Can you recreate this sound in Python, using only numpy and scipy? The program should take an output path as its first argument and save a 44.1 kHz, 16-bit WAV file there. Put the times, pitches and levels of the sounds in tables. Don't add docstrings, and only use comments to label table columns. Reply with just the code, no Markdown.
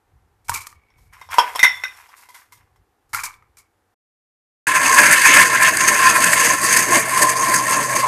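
import sys
import numpy as np
from scipy import signal
from scipy.fft import rfft, irfft, next_fast_len
from scipy.io import wavfile

SR = 44100
rng = np.random.default_rng(int(sys.argv[2]) if len(sys.argv) > 2 else 0)


def convert_level_to_amplitude(level_db):
    exponent = np.asarray(level_db, float) / 20
    return 10 ** exponent


def transcribe(u):
    v = np.clip(np.atleast_2d(u).T, -1, 1)
    q = np.round(v * 32767).astype(np.int16)
    wavfile.write(sys.argv[1], SR, q)


N = 355887
CUT_S, START_S = 3.945, 4.668

# (time [s], shaft turns [Hz], hum [dB])
MOTOR = [(4.67, 115, -53.5), (5.3, 118, -43.5), (5.9, 123.3, -42), (6.9, 126.2, -41), (8.07, 125.5, -39)]
# (centre [s], knock [dB], crunch above knock [dB], reach [s])
# blender() keeps each reach between 0.003 and 0.06 s
CHUNKS = [(4.945, -26, 12, 0.0054), (4.992, -7, -11, .012), (5.037, -17.5, -1, .012), (5.112, -22, 6, .007),
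          (5.131, -22.5, 6.5, .012), (5.26, -9, -5.5, 0.011), (5.351, -16.5, 3.5, .015),
          (5.566, -19, -23, .017), (5.631, -14.5, -3.5, 0.01), (5.772, -23.5, 15, 0.0038),
          (5.811, -14, -6.5, 0.0049), (5.884, -9, -2, 0.013), (5.968, -19.5, -16, 0.014),
          (6.068, -14, -12.5, 0.031), (6.162, -13, -7.5, 0.015), (6.244, -14, 6, .004),
          (6.27, -18.5, -4, 0.0089), (6.335, -15.5, 2.5, .008), (6.465, -25.5, -6.5, .02),
          (6.771, -16, 5.5, .007), (7.192, -33, 6, 0.0017), (7.227, -26.5, 18, .01),
          (7.302, -25.5, 10, .01), (7.544, -16, 4, .007)]
# (centre [s], width [s], surge [dB], crunch above surge [dB], base ring [dB]); surging() scales the width
SURGES = [(4.718, 0.09, -16, -2.5, -24.5), (4.89, 0.17, -8, 8.5, -20), (5.044, .2, 9.5, -1.5, -23.5),
          (5.263, 0.14, 8, -0.5, -43), (5.388, 0.11, 13.5, -0.5, -24), (5.531, 0.066, 1.5, -0.5, -28),
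          (5.646, 0.11, 7.5, -12, -33), (5.892, 0.13, 3, -0.5, -27.5), (6.073, 0.21, 4, -5, -20),
          (6.29, 0.23, 3.5, 0, -29.5), (6.46, 0.17, 7, -0.5, -23.5), (6.645, 0.058, 4, 7.5, -24.5),
          (6.764, 0.14, 9, 2.5, -29.5), (6.949, .1, 10.5, 1, -21.5), (7.209, 0.2, 4, 0.5, -19),
          (7.501, 0.26, 2.5, 0, -21), (7.761, .15, 10, -4.5, -21), (7.956, 0.12, 6.5, -7, -24.5),
          (8.06, 0.073, -6, -11.5, -17.5)]
# (frequency [Hz], width [Hz], level [dB])
HOUSING = [(1050, 33, -2.5), (1361.5, 27, -3), (1598, 200, -6), (1854, 98, -1), (1965, 14, -12),
           (2100, 200, -2.5), (2420, 120, -9.5), (2570, 170, -9)]
# (frequency [Hz], width [Hz], level [dB])
GLASS = [(4700, 450, 10), (6420, 240, 20), (8130, 370, 2.5), (8680, 80, -8.5), (8740, 190, -22),
         (11400, 800, -18)]
# (frequency [Hz], width [Hz], level [dB])
SLOSH = [(163.4, 14, -4.5), (303, 110, -2.5), (294, 12, -7.5), (451.5, 25, -2), (545.5, 100, -5.5),
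         (598, 68, 3)]
# (frequency [Hz], level per Hz [dB])
WASH = [(15, -70), (25, -70.5), (120, 1), (290, -12), (368, -18), (610, -8.5), (840, -9), (1040, 7),
        (1250, -31), (1770, 16.5), (3540, -31.5), (5710, -21.5), (6350, -14.5), (8740, -7.5), (14500, -20)]
# (frequency [Hz], width [Hz], level [dB])
BASE_RING = [(1056, 53.6, -3.5), (1098, 82, -13)]
# (time [s], blow [dB], spoon above tub [dB], crack [dB], crush length [s])
# tub() keeps each crush length between 0.004 and 0.3 s
KNOCKS = [(0.903, -59.5, -8, -85, .02), (0.985, -61, -9, -80, .02), (1.134, -58, -5, -57, 0.026),
          (1.214, -42.5, -5, -53.5, .05), (1.289, -46, -30, -79.5, 0.42), (1.342, -32.5, -17, -28, 0.021),
          (1.376, -35, -23, -54, 0.026), (1.384, -6, -51, -23, 0.07), (1.551, -27, -35, -67, 0.034),
          (1.558, -24.5, -18, -25.5, 0.026), (1.593, -20, 30, -22, 0.039), (1.63, -6, 49, -16, 0.071),
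          (1.64, -16.5, -2, -21, 0.033), (1.837, -24, 19, -38, 0.051), (2.09, -50, -32, -84, 0.037),
          (2.288, -51, -4, -50, 0.16), (2.345, -48, 6, -49, 0.082), (2.522, -54.5, -2, -48, 0.1),
          (2.572, -63, -10.5, -68, 0.05), (2.76, -64, -16, -64.5, 0.048)]
# (start [s], length [s], scrape [dB], crystal hiss above scrape [dB])
STROKES = [(.96, .08, -65, 1.5), (1.114, 0.21, -44, -13), (1.295, 0.31, -27, -12.5), (1.55, 0.51, -31, -12),
           (1.952, 0.047, -61, 3), (2.074, 0.072, -46.5, -13.5), (2.15, 0.078, -47.5, -2.5),
           (2.329, 0.056, -43, -7), (2.505, 0.064, -54, -9.5), (2.6, .1, -74.5, -14)]
# (frequency [Hz], level [dB], time to fade by 60 dB [s])
TUB = [(507, -19, 0.12), (900, -4, .04), (994, 6.5, 0.03), (1200, -8, 0.076), (1504, -14, 0.14),
       (3160, -14, 0.069), (3270, -6.5, 0.037), (4840, -12, 0.029), (5430, -3, 0.06), (10100, -19, .06)]
# (frequency [Hz], level [dB], time to fade by 60 dB [s])
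SPOON = [(1540, -3.5, .12), (2028, 5.5, 0.14), (2098, 3.5, 0.076), (2430, -9, 0.14), (2550, -14, 0.031),
         (3520, -18, 0.44), (3680, -6, 0.17), (5480, -17.5, 0.36), (5590, -12, .15), (6358, -13.5, 0.073),
         (9700, -23.5, .2)]
# (start [s], length [s], jar [dB], fizz above jar [dB])
SLIDES = [(0.443, .04, -71.5, 16), (0.481, 0.043, -36.5, 3.5), (0.537, 0.043, -29, 3), (.61, 0.11, -54, 10),
          (3.09, 0.036, -75, 15.5), (3.13, 0.07, -24.5, -1.5), (3.233, 0.029, -32, 3),
          (3.29, 0.06, -66, 12), (3.422, .03, -66, -15), (3.568, 0.031, -55.5, 8)]
# (time [s], note [Hz], note [dB], crack [dB], plop [dB])
LUMPS = [(0.488, 900, -27, -51, -48), (0.4946, 948, -8.5, -11, -27.5), (0.518, 1140, -20, -39, -30),
         (0.533, 1140, -25, -29, -61), (0.607, 1200, -55, -33, -73), (0.669, 1200, -31.5, -26, -70),
         (0.727, 1200, -39.5, -51, -53), (3.138, 1200, -28, -23.5, -37.5), (3.1463, 1376, -11, -14.5, -45),
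         (3.235, 1140, -24, -28.5, -49.5), (3.238, 965, -21, -31.5, -53), (3.255, 1200, -38.5, -31, -57),
         (3.2609, 1050, -25.5, -40, -52), (3.34, 2320, -40.5, -57.5, -70), (3.424, 1260, -44.5, -67.5, -68)]
# (frequency [Hz], width [Hz], level [dB])
JAR_AIR = [(920, 330, -7), (1240, 270, -3), (1835, 490, -14), (2270, 83, -1)]
# (frequency [Hz], level per Hz [dB])
FIZZ = [(1650, -16), (2800, -9), (3590, -12.5), (4000, -6), (7290, -1.5), (9400, -3), (13400, -7.5),
        (14500, -0.5)]
# (start [s], length [s], level [dB])
SETTLES = [(0.429, .72, -67.5), (3.56, .1, -73)]
# (centre [s], reach [s], level [dB])
BUMPS = [(.2, 0.15, -59), (0.548, 0.13, -53), (0.794, 0.08, -64), (1.062, 0.14, -55), (1.3, 0.19, -66),
         (1.68, .3, -59.5), (2.619, 0.11, -58.5), (2.79, .06, -60), (3.24, .2, -60.5), (3.5, .12, -65)]
# (frequency [Hz], level per Hz [dB])
RUMBLE = [(15, -32.5), (25, -10), (43, 0.5), (102, 4), (124, -4.5), (250, -24.5), (320, -47), (550, -120)]
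# (frequency [Hz], level per Hz [dB])
AIR = [(120, -39), (200, -8.5), (437, -4), (670, -12.5), (732, -3), (922, -7), (1780, -13), (2500, -20),
       (14000, -48)]

KNOCK_DB, CRUNCH_DB, SLOSH_DB = -20, -26, -37
RING_DB = -31
KNOCK_FADE_DB_PER_S, CRUNCH_FADE_DB_PER_S = 4.5, 1.04
SLOSH_FOLLOWS = 0.88
GURGLE, GURGLES_PER_S = .025, 6
STROKE_ATTACK_S, STROKE_SAG_DB_PER_S, STROKE_RELEASE_DB_PER_S = 0.021, 29.5, 202
TUB_RUB_DB, SPOON_RUB_DB, CRUSH_DB = 22, 22.5, 1
NICKS_PER_S, NICK_DB = 180, 0.5
RING_WAVER = .007
SLIDE_ATTACK_S, SLIDE_SAG_DB_PER_S = .003, 90
JAR_RELEASE_DB_PER_S, FIZZ_RELEASE_DB_PER_S = 350, 450
SETTLE_HZ, SETTLE_WIDTH_HZ = 2250, 55
RUMBLE_DB, AIR_DB, HISS_DB = -75, -69.5, -79
AIR_FOLLOWS = 0.083


def blender():
    surge_db, bright_db = np.transpose(SURGES)[2:4]
    chunk_s, chunk_db, chunk_bright_db, reach = np.transpose(CHUNKS)
    reach = np.clip(reach, .003, .06)
    running_s = np.maximum(np.arange(N) / SR - START_S, 0)

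    clumps = convert_level_to_amplitude(1.2 * drift(20) + 1.5 * drift(60))
    rattle = grains(5000, 3.0) * clumps
    spray = grains(8000, 3.0) * clumps * convert_level_to_amplitude(1.0 * drift(20))
    churn = grains(3000, 2.5)

    housing = resonances(rattle, HOUSING, flutter_db=2.5)
    knock = rms_one(housing) + 0.55 * rms_one(band(coloured(rattle, WASH), 800, 5100))
    glass = resonances(spray, GLASS, flutter_db=2.0)
    crunch = 0.57 * rms_one(glass) + 0.73 * rms_one(band(coloured(spray, WASH), 3000, 15000))
    hollow = wavering(resonances(churn, SLOSH, flutter_db=3.5), GURGLE, GURGLES_PER_S)
    slosh = rms_one(hollow) + 0.29 * rms_one(band(coloured(churn, WASH), 43, 900))

    surge = 1.5 + surging(surge_db)
    bright_surge = 1.5 + surging(surge_db + bright_db)
    knock_level = convert_level_to_amplitude(KNOCK_DB - KNOCK_FADE_DB_PER_S * running_s) * surge
    knock_level += swells(chunk_s, chunk_db, reach)
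    crunch_level = convert_level_to_amplitude(CRUNCH_DB - CRUNCH_FADE_DB_PER_S * running_s) * bright_surge
    crunch_level += swells(chunk_s, chunk_db + chunk_bright_db, reach)
    slosh_level = convert_level_to_amplitude(SLOSH_DB) * surge ** SLOSH_FOLLOWS
    return knock * knock_level + crunch * crunch_level + slosh * slosh_level


def motor():
    t = np.arange(N) / SR
    time_s, turns_hz, level_db = np.transpose(MOTOR)
    shaft_hz = np.interp(t, time_s, turns_hz) * (1 + 0.006 * drift(6.1))
    hum_db = np.interp(t, time_s, level_db) + 1.1 * drift(4.0)
    turn = 2 * np.pi * np.cumsum(shaft_hz) / SR
    hum = np.sqrt(2) * convert_level_to_amplitude(hum_db) * np.sin(turn)

    chatter = grains(2000, 3.5)
    ring_level = convert_level_to_amplitude(RING_DB) + surging(np.transpose(SURGES)[-1])
    ring = ring_level * rms_one(resonances(chatter, BASE_RING))
    counter = convert_level_to_amplitude(-52 + 2.4 * drift(10)) * rms_one(band(rng.standard_normal(N), 35, 200))
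    return hum + ring + counter


def tub():
    start, length, scrape_db, hiss_db = np.transpose(STROKES)
    shape = STROKE_ATTACK_S, STROKE_SAG_DB_PER_S, STROKE_RELEASE_DB_PER_S
    knock_s, blow_db, lean_db, crack_db, crush_s = np.transpose(KNOCKS)
    crush_s = np.clip(crush_s, .004, .3)
    tub_db = blow_db - 10 * np.log10(1 + convert_level_to_amplitude(2 * lean_db))
    spoon_db = tub_db + lean_db

    rub = grains(6000, 3.0)
    drag = strokes(start, length, scrape_db, *shape) * convert_level_to_amplitude(4.0 * drift(20))
    hiss = strokes(start, length, scrape_db + hiss_db, *shape) * convert_level_to_amplitude(1.5 * drift(25))
    nicks = convert_level_to_amplitude(NICK_DB) * drag * band(grains(NICKS_PER_S, 2.0), 600, 2400)

    tub_rub = rub * (1.1 * drag + bursts(knock_s, tub_db + TUB_RUB_DB, crush_s))
    spoon_rub = rub * (1.4 * drag + bursts(knock_s, spoon_db + SPOON_RUB_DB, crush_s))
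    tub_ring = resonances(nicks + tub_rub, as_peaks(TUB))
    spoon_ring = resonances(spoon_rub, as_peaks(SPOON))
    rings = wavering(tub_ring + spoon_ring, RING_WAVER, 120)

    air_rub = rub * (0.6 * drag + bursts(knock_s, blow_db + CRUSH_DB, 2.2 * crush_s))
    crush = band(1.3 * nicks + air_rub, 770, 2800)
    crack_level = hiss + bursts(knock_s, crack_db, 1.5 * crush_s)
    crack = crack_level * rms_one(band(grains(7700, 2.9), 3500, 21000))

    tub_touch = struck(knock_s, tub_db, TUB, 1, rough_db=5)
    spoon_touch = wavering(struck(knock_s, spoon_db, SPOON, 1, rough_db=6), .004, 150)
    touch = convert_level_to_amplitude(-3) * band(tub_touch + spoon_touch, 490, 15000)
    return touch + rings + crush + crack


def jar():
    start, length, jar_db, fizz_db = np.transpose(SLIDES)
    shape = SLIDE_ATTACK_S, SLIDE_SAG_DB_PER_S
    sliding = strokes(start, length, jar_db, *shape, JAR_RELEASE_DB_PER_S)
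    fizzing = strokes(start, length, jar_db + fizz_db, *shape, FIZZ_RELEASE_DB_PER_S)

    jar_ring = wavering(resonances(grains(1200, 3.5), JAR_AIR, flutter_db=2.5), .03, 30)
    patter = rms_one(band(jar_ring, 820, 6000))
    patter = signal.sosfilt(signal.butter(4, 780, "high", fs=SR, output="sos"), patter)
    fizz = coloured(grains(6000, 2.5) * convert_level_to_amplitude(2.5 * drift(40)), FIZZ)

    lingering = strokes(*np.transpose(SETTLES), 0.036, 3.4, 300)
    thin_tone = rms_one(resonances(grains(400, 3.0), [(SETTLE_HZ, SETTLE_WIDTH_HZ, 0)]))

    lump_s, _, _, crack_db, plop_db = np.transpose(LUMPS)
    notes = np.zeros(N)
    for s, hz, note_db, *_ in LUMPS:
        notes += struck([s], note_db, [(hz, 0, .03), (1.51 * hz, -3, .012)], 0)
    plop = struck(lump_s, plop_db, [(100, 0, 0.093)], 0)
    cracks = bursts(lump_s, crack_db, .02)
    return sliding * patter + lingering * thin_tone + (fizzing + cracks) * fizz + band(notes, 870, 3700) + plop


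def kitchen_echo(x, t60, dull_hz):
    size = next_fast_len(N + SR)
    w = 2 * np.pi * np.arange(size // 2 + 1) / size
    wall = 1 / (1 + 1j * w * SR / (2 * np.pi * dull_hz))
    echoes = 0
    for lag in rng.uniform(.008, .03, 10) * SR:
        one_round = convert_level_to_amplitude(-60 * lag / SR / t60) * wall * np.exp(-1j * w * lag)
        echoes = echoes + one_round / (1 - one_round)
    return irfft(rfft(x, size) * echoes, size)[:N] / 3


def quiet():
    centre, reach, bump_db = np.transpose(BUMPS)
    shake = convert_level_to_amplitude(RUMBLE_DB) + swells(centre, bump_db, reach)
    rumble = coloured(rng.standard_normal(N), RUMBLE) * shake * convert_level_to_amplitude(2.5 * drift(8.9))
    hiss = convert_level_to_amplitude(HISS_DB) * rms_one(band(rng.standard_normal(N), 2600, 15000))
    air_level = convert_level_to_amplitude(AIR_DB) * (shake / convert_level_to_amplitude(RUMBLE_DB)) ** AIR_FOLLOWS
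    return rumble + hiss + coloured(rng.standard_normal(N), AIR) * air_level


def rms_one(x):
    return x / np.sqrt(np.mean(x ** 2) + 1e-20)


def drift(rate_hz):
    r = np.exp(-2 * np.pi * rate_hz / SR)
    noise = rng.standard_normal(N + SR)
    return rms_one(signal.lfilter([1], [1, -2 * r, r * r], noise)[SR:])


def grains(per_s, spread_db):
    sizes = convert_level_to_amplitude(spread_db * np.minimum(rng.exponential(1, N), 5)) * rng.choice([-1, 1], N)
    return rms_one(sizes * (rng.random(N) < per_s / SR))


def coloured(x, spectrum):
    size = next_fast_len(N)
    hz, level_db = np.transpose(spectrum)
    log_hz = np.log(np.arange(size // 2 + 1) * SR / size + 1)
    gain = convert_level_to_amplitude(np.interp(log_hz, np.log(hz), level_db))
    return rms_one(irfft(rfft(x, size) * gain, size)[:N])


def band(x, low_hz, high_hz):
    return signal.sosfilt(signal.butter(3, [low_hz, high_hz], "band", fs=SR, output="sos"), x)


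def resonances(x, peaks, flutter_db=0):
    out = 0
    for k, (hz, width_hz, level_db) in enumerate(peaks):
        r = np.exp(-np.pi * width_hz / SR)
        top = (-1) ** k * convert_level_to_amplitude(level_db) * (1 - r * r) / 2
        drive = x * convert_level_to_amplitude(flutter_db * drift(12.0)) if flutter_db else x
        poles = [1, -2 * r * np.cos(2 * np.pi * hz / SR), r * r]
        out = out + signal.lfilter([top, 0, -top], poles, drive + 1e-18)
    return out


def as_peaks(modes):
    return [(hz, np.log(1000) / np.pi / t60, db) for hz, db, t60 in modes]


def struck(times, levels_db, modes, vary_db, rough_db=0):
    at, out = (np.asarray(times) * SR).astype(int), np.zeros(N)
    chance = rng.standard_normal((len(at), len(modes)))
    for k, (hz, level_db, t60) in enumerate(modes):
        clicks = np.full(N, 1e-18)
        clicks[at] = convert_level_to_amplitude(levels_db + level_db + vary_db * chance[:, k])
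        r, w = convert_level_to_amplitude(-60 / (t60 * SR)), 2 * np.pi * hz / SR
        ring = signal.lfilter([0, np.sin(w)], [1, -2 * r * np.cos(w), r * r], clicks)
        out += ring * convert_level_to_amplitude(rough_db * drift(120)) if rough_db else ring
    return out


def bursts(times, levels_db, t60s):
    out = np.zeros(N)
    for s, level_db, t60 in np.broadcast(times, levels_db, t60s):
        first = int(s * SR)
        age = np.arange(min(int(t60 * SR), N - first)) / SR
        out[first:first + len(age)] += convert_level_to_amplitude(level_db - 60 * age / t60)
    return out


def swells(times, levels_db, reaches, power=2):
    t, out = np.arange(N) / SR, np.zeros(N)
    for s, level_db, reach in np.broadcast(times, levels_db, reaches):
        near = slice(max(int((s - 2 * reach) * SR), 0), int((s + 2 * reach) * SR))
        out[near] += convert_level_to_amplitude(level_db) * np.exp(-2 * np.abs((t[near] - s) / reach) ** power)
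    return out


def surging(levels_db):
    centre, width = np.transpose(SURGES)[:2]
    return swells(centre, levels_db, width / 2 * 1.3, power=3)


def strokes(starts, lengths, levels_db, attack_s, sag_db_per_s, release_db_per_s):
    out = np.zeros(N)
    for s, length, level_db in zip(starts, lengths, levels_db):
        near = out[int(s * SR):int(s * SR) + SR]
        age = np.arange(len(near)) / SR
        fall_db = sag_db_per_s * np.minimum(age, length) + release_db_per_s * np.maximum(age - length, 0)
        near += np.minimum(age / attack_s, 1) ** 2 * convert_level_to_amplitude(level_db - fall_db)
    return out


def wavering(x, share, per_s):
    return np.interp(np.cumsum(1 + share * drift(per_s)) % (N - 1), np.arange(N), x)


def scene():
    t = np.arange(N) / SR
    near = tub() + jar()
    first = near + convert_level_to_amplitude(-15.5) * kitchen_echo(near, 0.41, 7500) + quiet()
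    first *= np.clip((CUT_S - t) / .006, 0, 1)
    machine = blender() + motor()
    second = machine + convert_level_to_amplitude(-12) * kitchen_echo(machine, 0.32, 6100)
    second *= np.clip((t - START_S) / 0.0023, 0, 1)
    return (first + second)[None]


def band_limit(x):
    return signal.sosfilt(signal.butter(12, 15590, fs=SR, output="sos"), x)


def record(dry):
    flattened = 1.15 * np.tanh(dry / 1.15)
    cut = signal.sosfilt(signal.cheby2(16, 40, 14450, fs=SR, output="sos"), flattened)
    return band_limit(np.clip(cut, -1, 1))


dry = scene()
out = record(dry)
transcribe(out)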